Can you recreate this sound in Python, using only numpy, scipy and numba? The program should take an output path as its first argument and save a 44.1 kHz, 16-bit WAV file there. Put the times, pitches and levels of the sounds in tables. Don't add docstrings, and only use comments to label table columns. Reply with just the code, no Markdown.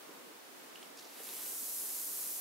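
import sys
import numpy as np
from scipy import signal
from scipy.fft import rfft, irfft
from scipy.io import wavfile
from scipy.ndimage import uniform_filter1d
from numba import njit

SR = 44100
rng = np.random.default_rng(int(sys.argv[2]) if len(sys.argv) > 2 else 0)


def boost(x):
    u = np.asarray(x, float) / 20
    return 10 ** u


def master_out(mix):
    frames = np.transpose(np.atleast_2d(mix))
    ceiling = np.clip(frames, -1, 1)
    pcm = np.round(ceiling * 32767).astype(np.int16)
    wavfile.write(sys.argv[1], SR, pcm)


N = 105928


def unit(x):
    return x / np.sqrt(np.mean(x ** 2))


def colour_db(table, hz):
    table = np.array(table, float)
    return np.interp(np.log(hz), np.log(table[:, 0] + 1), table[:, 1])


def walk(rate):
    hold = int(SR / rate)
    steps = np.repeat(rng.standard_normal(200), hold)[:N + hold]
    path = uniform_filter1d(uniform_filter1d(steps, hold), hold)[:N]
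    return unit(path - path.mean())


@njit
def ring(out, start, hz, cycles, size, rise):
    y = np.zeros(len(out))
    for g in range(len(start)):
        first = int(start[g]) + 1
        life = cycles[g] / hz[g] * SR
        age = first - start[g]
        phasor = size[g] * np.exp((2j * np.pi * hz[g] / SR - 5 / life) * age)
        turn = np.exp(2j * np.pi * hz[g] / SR - 5 / life)
        bend = np.exp(2j * np.pi * hz[g] / SR * rise[g] / life)
        for j in range(max(first, 0), min(first + int(life) + 1, len(y))):
            y[j] += phasor.imag
            phasor *= turn
            turn *= bend
    return y


def bubbles(s, hz, cycles, size, rise):
    one = np.ones(len(s))
    return ring(np.zeros(N), s * SR, np.minimum(hz, 19000) * one, cycles * one, size * one, rise * one)


def swarm(count=70000):
    cycles, scatter_db, glide = 5, 1.3, .1
    when, pitch, luck = rng.random((count, 3)).T
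    hz = 1000 * 2 ** (4.2 * pitch)
    size = hz * boost(-scatter_db * np.log(luck + 1e-4))
    spectrum = rfft(bubbles(when * N / SR, hz, cycles, size, glide))
    return spectrum / np.sqrt(uniform_filter1d(np.abs(spectrum) ** 2, size=2001))


def fizz():
    # (time [s], level [dB])
    fizz_growth = [(1.0, -59.5), (1.07, -63), (1.236, -47), (1.36, -43.8), (1.49, -41), (1.79, -39),
                   (2.0, -39), (2.318, -39.5), (2.4, -40)]
    # (frequency [Hz], level per Hz [dB])
    foam_colour = [(1100, -28), (2200, -21), (3500, -16), (5000, -11), (7000, -6), (10000, -3), (11900, 0),
                   (16000, -7)]
    # (frequency [Hz], left minus right [dB])
    foam_shading = [(2000, 0), (7000, -.4), (9500, 1.2), (12000, .6), (15500, -.2)]
    # (frequency [Hz], share of power [0-1])
    shared_power = [(2500, .34), (6000, .46), (9500, .5), (13000, .34)]
    start_s, trim_db, left_lag_s = .95, .5, 1.1e-5
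    seethe_db, seethe_per_s = .35, 11

    hz = np.maximum(np.fft.rfftfreq(N, 1 / SR), 1)
    lag = np.exp(-2j * np.pi * hz * np.array([[left_lag_s], [0]]))
    share = np.clip(colour_db(shared_power, hz), 0, 1)
    common = np.sqrt(share) * swarm() * lag
    separate = np.sqrt(1 - share) * np.array([swarm(), swarm()])
    shading = boost(np.array([[.5], [-.5]]) * colour_db(foam_shading, hz))
    crowd = (common + separate) * shading
    sound = unit(irfft(crowd * boost(colour_db(foam_colour, hz)), N))

    t, rows = np.arange(N) / SR, np.array(fizz_growth)
    level_db = np.interp(t, rows[:, 0], rows[:, 1]) + trim_db + seethe_db * walk(seethe_per_s)
    return sound * boost(level_db) * np.clip((t - start_s) / .05, 0, 1)


def clusters(table, spread_oct, cycles, count):
    s, db, length, hz = np.array(table, float).T[:, :, None]
    when, pitch, luck = np.moveaxis(rng.standard_normal((len(table), count, 3)), 2, 0)
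    hz = hz * 2 ** (spread_oct * pitch)
    size = boost(db + 3 * luck) * np.sqrt(length * hz / cycles / count * 40)
    return bubbles((s + length / 2 * when).ravel(), hz.ravel(), cycles, size.ravel(), .2)


def settling():
    # (time [s], level [dB], length [s], pitch [Hz])
    settling_clouds = [
        (1.16, -63.5, 0.082, 4000),
        (1.2, -63, 0.043, 1980),
        (1.3, -59.5, .1, 4230),
        (1.41, -59, .09, 3650),
    ]
    return clusters(settling_clouds, spread_oct=.55, cycles=8, count=500)


def spurts():
    # (time [s], level [dB], length [s], pitch [Hz])
    air_spurts = [(.963, -63, .003, 6200), (.975, -57, .004, 6800), (.994, -55.5, .011, 5300),
                  (1.010, -60, .006, 5200), (1.027, -59, .007, 4800), (1.051, -58.5, .009, 5000),
                  (1.073, -62, .006, 5000), (1.097, -62, .005, 5500), (.59, -68, .02, 11000),
                  (.831, -63, .003, 7500), (.760, -63, .003, 7000), (.981, -62, .003, 5000)]
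    return clusters(air_spurts, spread_oct=.25, cycles=8, count=120)


def drips():
    # (time [s], peak [dB], pitch [Hz], half the cycles rung, pitch rise [share])
    finger_drops = [(.7573, -38.5, 2850, 12, .06), (.7605, -42, 2980, 6, .03), (.776, -47.5, 2900, 16, .03),
                    (.8192, -49, 8900, 50, .5), (.8285, -38, 3150, 6, .05), (.8322, -44.5, 3200, 8, .05),
                    (.846, -49, 2900, 10, .03), (1.2905, -40, 3750, 8, .05), (1.2915, -45, 2700, 6, .05),
                    (1.62, -50, 250, 5, .1), (.7580, -43, 4600, 4, .05), (.7568, -46, 1500, 2, .05),
                    (.7865, -52, 3100, 12, .03), (.8295, -48, 5000, 4, .1), (.9755, -47, 5050, 14, .05),
                    (1.0115, -40, 5200, 3, .05), (1.0532, -42, 6000, 3, .05), (1.095, -45, 5000, 4, .05),
                    (1.1105, -42, 7000, 2, .05), (1.128, -44, 6300, 8, .05)]
    s, db, hz, cycles, rise = np.array(finger_drops, float).T
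    return bubbles(s, hz, 2 * cycles, boost(db), rise)


def slosh():
    # (time [s], level [dB], length [s], pitch [Hz])
    laps = [(.11, -62, .06, 417), (.19, -63, 0.045, 450), (.28, -65, 0.059, 420), (0.12, -70.5, .12, 1040),
            (.62, -63.5, .02, 258), (.11, -67, .05, 1110), (1.05, -63, 0.038, 640), (1.4, -66.5, .03, 1080),
            (1.32, -67.5, 0.046, 970), (1.205, -60.5, 0.0199, 495), (1.31, -65, 0.065, 444),
            (1.5, -77, .04, 440), (1.63, -69.5, 0.0308, 270), (1.83, -66, 0.036, 400)]
    return clusters(laps, spread_oct=.22, cycles=8, count=40)


def tub(x):
    t60_s, scatter_db, gap_s = .07, -7, .0015
    t = np.arange(SR // 4) / SR
    tail = rng.standard_normal((2, len(t))) * boost(-60 * t / t60_s) * np.clip(t / gap_s - 1, 0, 1)
    tail *= boost(scatter_db) / np.sqrt(np.sum(tail ** 2, axis=1, keepdims=True))
    return x + signal.fftconvolve(x[None], tail, axes=1)[:, :N]


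def bumps():
    # (time [s], peak [dB], pitch [Hz], cycles rung)
    casing_bumps = [
        (.752, -79, 45, 3),
        (2.17, -76, 55, 4),
    ]
    s, db, hz, cycles = np.array(casing_bumps, float).T
    return uniform_filter1d(bubbles(s, hz, cycles, boost(db), 0), size=150)


def hiss():
    # (frequency [Hz], level per Hz [dB])
    noise_colour = [(18, -83), (30, -52), (271, -6.5), (381, -6), (677, -8.5), (814, -9.5), (1060, -9.5),
                    (1500, -12), (6500, -19.5), (15700, -21)]
    level_db, flicker_db, flicker_per_s, pan_db = -52.5, .55, 8.78, -0.76
    hz = np.maximum(np.fft.rfftfreq(N, 1 / SR), 1)
    noise = irfft(rfft(rng.standard_normal((2, N))) * boost(colour_db(noise_colour, hz)), N)
    balance = boost(np.array([[pan_db], [-pan_db]]) / 2)
    return unit(noise) * balance * boost(level_db + flicker_db * walk(flicker_per_s))


def scene():
    pan_db, low_cut_hz = -0.84, 186
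    drops = drips() + spurts() + slosh() + settling()
    water = (tub(drops) + fizz()) * boost(np.array([[pan_db], [-pan_db]]) / 2)
    cut = signal.butter(4, low_cut_hz, "high", fs=SR, output="sos")
    return signal.sosfilt(cut, water) + hiss() + bumps()


def band_limit(x):
    return signal.sosfilt(signal.butter(12, 17000, fs=SR, output="sos"), x)


def record(dry):
    top_hz = 15760
    hz = np.fft.rfftfreq(N, 1 / SR)
    mix = irfft(rfft(dry) * (hz < top_hz), N)
    return band_limit(mix)


dry = scene()
out = record(dry)
master_out(out)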